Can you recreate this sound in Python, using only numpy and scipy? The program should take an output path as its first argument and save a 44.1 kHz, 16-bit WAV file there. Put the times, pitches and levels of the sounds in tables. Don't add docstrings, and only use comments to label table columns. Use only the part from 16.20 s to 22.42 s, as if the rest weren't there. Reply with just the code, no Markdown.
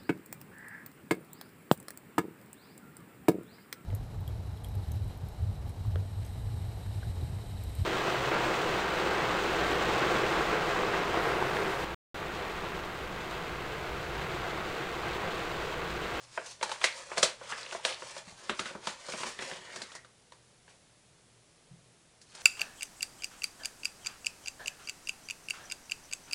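import sys
import numpy as np
from scipy import signal
from scipy.fft import rfft, irfft
from scipy.io import wavfile

SR = 44100
rng = np.random.default_rng(int(sys.argv[2]) if len(sys.argv) > 2 else 0)


def transcribe(u):
    v = np.clip(np.atleast_2d(u).T, -1, 1)
    q = np.round(v * 32767).astype(np.int16)
    wavfile.write(sys.argv[1], SR, q)


N = 274302
TIME = np.arange(N) / SR
ROOM_T60_S = 0.27

# (t/s, level/dB, panel f/Hz, crack trim/dB, edge trim/dB)
SNAP_HITS = [(0.175, -17, 1430, -17, -44), (0.411, -27, 583, -13.5, -27), (0.427, -17, 880, -11.5, -13.5),
             (0.492, -27.5, 835, -14.5, -15), (0.515, -22.5, 850, -10.5, -14.5),
             (0.614, -32, 1070, -1, -18), (0.64, -15.5, 2120, -5.5, -6.5), (0.915, -25, 910, -11.5, -40),
             (0.971, -21, 2250, -16.5, -16), (0.978, -17, 645, -13, -9.5), (1.028, -11.5, 584, -6, -5),
             (1.211, -30, 556, -32, -34), (1.321, -22.5, 1590, -10, -32), (1.461, -35, 2830, -9.5, -20),
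             (1.523, -23, 1430, -22, -18), (1.547, -25.5, 644, -23, -24), (1.649, -19.5, 616, -4.5, -8.5),
             (1.82, -30, 513, -13, -38), (1.964, -31.5, 586, -14, -17), (2.294, -18.5, 1080, -8.5, -21),
             (2.392, -20.5, 1320, -9.5, -16), (2.456, -32, 1460, -3.5, -13.5), (2.507, -32, 550, -25, -25),
             (2.549, -25.5, 410, -42, -31), (2.67, -20, 930, -10, -14.5), (2.884, -28, 547, -22, -27),
             (2.92, -32.5, 2260, -7, -5.5), (2.935, -26.5, 620, -9, -33), (3.001, -30, 1080, -22, -26),
             (3.032, -26.5, 950, -8.5, -34), (3.189, -29, 2000, -9.5, -21), (3.221, -29, 2970, -12, -12),
             (3.312, -34.5, 1900, -7, -15), (3.559, -30.5, 1660, -10.5, -8.5),
             (3.617, -30, 4150, -11.5, -9), (3.717, -39, 3400, -12.5, -11), (3.75, -32, 1970, -16.5, -9),
             (3.846, -41, 1185, -15.5, -19), (4.12, -42.5, 1010, -10.5, -12),
             (4.478, -45.5, 1510, -14, -20), (6.014, -55.5, 480, -5, 4.5), (6.149, -42, 1260, -11, -2)]
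# (f/Hz, level/dB)
CRACK_EQ = [(800, -13), (1600, 2.5), (2400, 3), (3800, 3), (4600, 0), (5500, -21.5)]
HISS_EQ = [(2500, -21.5), (4200, 0), (5500, 0), (7000, -2), (9000, -5.5), (10700, -14)]
PANEL_EQ = [(200, -17), (380, -2.5), (600, 5.5), (760, 0.5), (950, 2.5), (1500, 6), (2200, -9),
            (4000, -46.5)]
THUMP_EQ = [(40, -8), (110, -6), (210, 6), (290, -2.5), (380, 0.5), (700, -26.5)]
# (t/s, relative level/dB)
THUMP_RIDE = [(0.4, -35.5), (1.05, -28.5), (1.8, -30.5), (2.3, -15), (2.7, -23.5), (3.05, -18), (3.6, -16),
              (3.85, -28)]
def snaps(lead_s=.02, creak_db=-11, creak_s=0.0052, panel_db=-15, ring_db=-20, ring_q=3.44):
    out = np.zeros(N + SR)
    t = np.arange(SR // 4) / SR - lead_s
    for at_s, db, hz, crack_db, edge_db in SNAP_HITS:
        creak = undb(creak_db) * rng.standard_normal(len(t)) * np.exp(-abs(t) / creak_s) * (t < 0)
        speed = 2 ** np.clip((edge_db - crack_db + 6) / 36, -.6, 0)
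        transient = buckle(t, hold_s=0.0014, fall_s=0.0047, rise_s=0.00022) + creak / 2
        crack = undb(crack_db) * colour(transient, np.multiply(CRACK_EQ, [speed, 1]))
        edge = undb(edge_db) * colour(buckle(t, hold_s=0.0028, fall_s=0.014) + creak, HISS_EQ)
        thump_db = np.interp(at_s, *np.transpose(THUMP_RIDE)) - 1.5 * np.log2(hz / 1000)
        thump = undb(thump_db) * colour(buckle(t, hold_s=0.0017, fall_s=0.013), THUMP_EQ)
        push = buckle(t, hold_s=0.0018, fall_s=0.0051, wet_db=-11) + creak / 2
        tone_db = np.interp(hz, [1000, 1600], [ring_db, crack_db + 3])
        tone = ring_twice(push, hz, hz / ring_q) * np.sqrt(2 * SR * ring_q / (np.pi * hz))
        panel = undb(panel_db) * colour(push, PANEL_EQ) + undb(tone_db) * tone
        start = max(int((at_s + .0005 - lead_s) * SR), 0)
        out[start:start + len(t)] += undb(db) * (crack + edge + thump + panel)
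    return out[:N]


def buckle(t, hold_s, fall_s, wet_db=-10, rise_s=0.00046):
    after = np.maximum(t, 0)
    attack = 1 - np.exp(-after / rise_s)
    direct = np.exp(-np.maximum(t - hold_s, 0) / fall_s)
    tail = undb(wet_db) * np.exp(-np.log(1000) * after / ROOM_T60_S)
    run = rng.choice([-1, 1], len(t)) * np.hypot(direct, tail) * attack
    return run / np.linalg.norm(run) * np.sqrt(0.015 * SR)


# (f/Hz, level/dB)
SLIDE_EQ = [(200, -26), (350, -14), (550, -0.5), (760, -5.5), (1100, 0), (2000, 2), (3500, -0.5),
            (4800, -14), (7000, -30)]
def rustle():
    rub_env, hiss_env = strokes()
    grip = undb(2 * walk(rate=60))
    slips = grains(N, rate=6500, spread_db=1.5) * grip
    fibres = grains(N, rate=6000, spread_db=4) * grip
    rub = undb(-0.5) * colour(slips * rub_env, SLIDE_EQ)
    hiss = undb(1.5) * colour(fibres * hiss_env, HISS_EQ)
    thump_env = rub_env * undb(np.interp(TIME, *np.transpose(THUMP_RIDE)))
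    flexing = undb(3) * colour(rng.standard_normal(N) * thump_env, THUMP_EQ)
    return rub + hiss + undb(-8) * crinkles() * rub_env + flexing


# (t/s, hold/s, level/dB, hiss trim/dB)
HAND_STROKES = [(0, .04, -57, 0.5), (0.141, 0.045, -54, 2), (0.267, 0.014, -49, 4), (0.432, 0.07, -51, -3),
                (0.51, .02, -42.5, -2.5), (0.637, .015, -39.5, -3.5), (0.756, 0.044, -44.5, 0),
                (0.904, 0.16, -48, -3), (1.236, 0.072, -48, -5), (1.298, 0.022, -44, -3),
                (1.391, 0.027, -41, -5), (1.501, 0.058, -45, -4), (1.667, 0.045, -40, -5),
                (1.797, .19, -47, -1), (2.081, 0.012, -49.5, -0.5), (2.191, 0.085, -52, 0),
                (2.393, 0.0091, -52, 6.5), (2.464, 0.034, -46.5, -5), (2.658, 0.053, -45.5, -2.5),
                (2.802, 0.081, -52, -3), (2.886, .11, -48, 2), (3.01, 0.075, -40.5, -1.5),
                (3.213, .11, -44, -2.5), (3.345, .15, -48, -6.5), (3.527, 0.079, -49.5, -2),
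                (3.65, 0.082, -56, -1), (4.495, 0.03, -63.5, -1), (6.107, .01, -68, 7),
                (6.173, .015, -50, -6.5), (6.208, .01, -51.5, 2)]
def strokes(attack_s=0.03, release_s=0.046):
    rub_power, hiss_power = np.zeros((2, N))
    for at_s, hold_s, db, hiss_db in HAND_STROKES:
        early, late = np.maximum(at_s - TIME, 0), np.maximum(TIME - at_s - hold_s, 0)
        press = undb(db) * np.exp(-np.minimum(early / attack_s + late / release_s, 20))
        rub_power += press ** 2
        hiss_power += (press * undb(hiss_db)) ** 2
    return np.sqrt(rub_power), np.sqrt(hiss_power)


def crinkles(q=3):
    out = np.zeros(N)
    for hz in np.geomspace(550, 4200, num=6):
        flicks = grains(N, rate=16, spread_db=5)
        out += unit(ring_twice(flicks, hz, hz / q)) * np.sqrt(hz)
    return unit(out)


# (t/s, level/dB)
SCRAPE_RIDE = [(3.1, -58), (3.3, -60), (3.58, -55), (3.78, -56.5), (3.9, -87)]
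def scrape(hollow_hz=1900, width_hz=380):
    drag = grains(N, rate=830, spread_db=6) * undb(2.5 * walk(rate=35))
    level_db = np.interp(TIME, *np.transpose(SCRAPE_RIDE), left=-120, right=-120)
    return unit(ring_twice(drag, hollow_hz, width_hz)) * undb(level_db)


# (t/s, level/dB, f/Hz)
COUNTER_BUMPS = [(2.074, -49.5, 180), (2.125, -51.5, 134), (2.938, -45, 165), (3.194, -47, 130),
                 (3.323, -46, 176), (5.512, -44.5, 151.5), (5.535, -47, 165)]
def bumps(rise_s=0.0015, fall_s=0.008):
    out = np.zeros(N)
    for at_s, db, hz in COUNTER_BUMPS:
        t = np.maximum(TIME - at_s, 0)
        envelope = (1 - np.exp(-t / rise_s)) * np.exp(-np.minimum(t / fall_s, 50))
        out += 2 * undb(db) * np.sin(2 * np.pi * hz * t) * envelope
    return out


# (f/Hz, width/Hz, relative level/dB)
ROOM_MODES = [(377.5, 44, 1.5), (466, 35, -3), (525, 35, 1), (650, 200, -1), (898, 230, -1)]
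def room_resonance(paper, direct_db=-5, modes_db=-3):
    modes = sum(undb(db) * ring(paper, hz, width_hz) for hz, width_hz, db in ROOM_MODES)
    return undb(direct_db) * paper + undb(modes_db) * modes


def kitchen(x, wet_db=-6, early_db=-9, early_s=0.0033):
    t = np.arange(SR // 4) / SR
    hop = SR // 12
    fade = np.sin(np.linspace(0, np.pi, 2 * hop))
    source = np.pad(x, (hop, SR))
    out = source.copy()
    for start in range(0, N + hop, hop):
        early = grains(len(t), rate=3400, spread_db=1) * np.exp(-t / early_s)
        tail = rng.standard_normal(len(t)) * np.exp(-np.log(1000) * t / ROOM_T60_S)
        response = undb(early_db) * early / np.linalg.norm(early)
        response += undb(wet_db) * tail / np.linalg.norm(tail)
        echo = signal.fftconvolve(source[start:start + 2 * hop] * fade, response)
        out[start:start + len(echo)] += echo
    return out[hop:hop + N]


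# (f/Hz, level/dB)
ROOM_TONE_EQ = [(15, -45), (25, -9), (84, -15), (120, -7.5), (251, -17), (485, -16), (786, -20.5),
                (1090, -23.5), (1180, -23), (10700, -26.5), (13900, -54), (22000, -120)]
def room_tone(noise_db=-63, hum_db=-76, hum_hz=119):
    wavering_hz = hum_hz + 2 * walk(rate=15)
    hum = np.sqrt(2) * np.sin(2 * np.pi * np.cumsum(wavering_hz) / SR)
    noise = unit(colour(rng.standard_normal(N), ROOM_TONE_EQ))
    return undb(noise_db) * noise + undb(hum_db) * hum


def grains(count, rate, spread_db):
    chance, strength, side = rng.random((3, count))
    hit = chance < rate / SR
    level_db = spread_db * np.minimum(-np.log1p(-strength[hit]), 4)
    out = np.zeros(count)
    out[hit] = np.sign(side[hit] - .5) * undb(level_db)
    return unit(out)


def walk(rate):
    knots = rng.standard_normal(2048)
    return 1.2 * np.interp(TIME * rate, np.arange(len(knots)), knots)


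def colour(x, curve):
    hz, db = np.transpose(curve)
    f = np.maximum(np.fft.rfftfreq(2048, 1 / SR), 1)
    octaves_outside = np.maximum(np.log2(hz[0] / f), 0) + np.maximum(np.log2(f / hz[-1]), 0)
    gain = undb(np.interp(np.log(f), np.log(hz), db) - 12 * octaves_outside)
    cepstrum = irfft(np.log(gain))
    cepstrum[1:1024] *= 2
    cepstrum[1025:] = 0
    response = irfft(np.exp(rfft(cepstrum)))
    return signal.fftconvolve(x, response / np.linalg.norm(response))[:len(x)]


def ring(x, hz, width_hz):
    return signal.lfilter(*signal.iirpeak(hz, hz / width_hz, fs=SR), x)


def ring_twice(x, hz, width_hz):
    return ring(ring(x, hz, width_hz), hz, width_hz)


def undb(db):
    return 10 ** (np.asarray(db) / 20)


def unit(x):
    return x / np.sqrt(np.mean(x ** 2) + 1e-20)


def scene():
    creases = room_resonance(snaps())
    handling = room_resonance(rustle()) + scrape() + bumps()
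    return (creases + kitchen(handling) + room_tone())[None]


def record(dry):
    converter_hz, top_hz = 10750, 12300
    dulled = signal.sosfilt(signal.ellip(6, .3, 11, converter_hz, fs=SR, output="sos"), dry)
    return signal.sosfilt(signal.ellip(10, .2, 70, top_hz, fs=SR, output="sos"), dulled)


dry = scene()
out = record(dry)
transcribe(out)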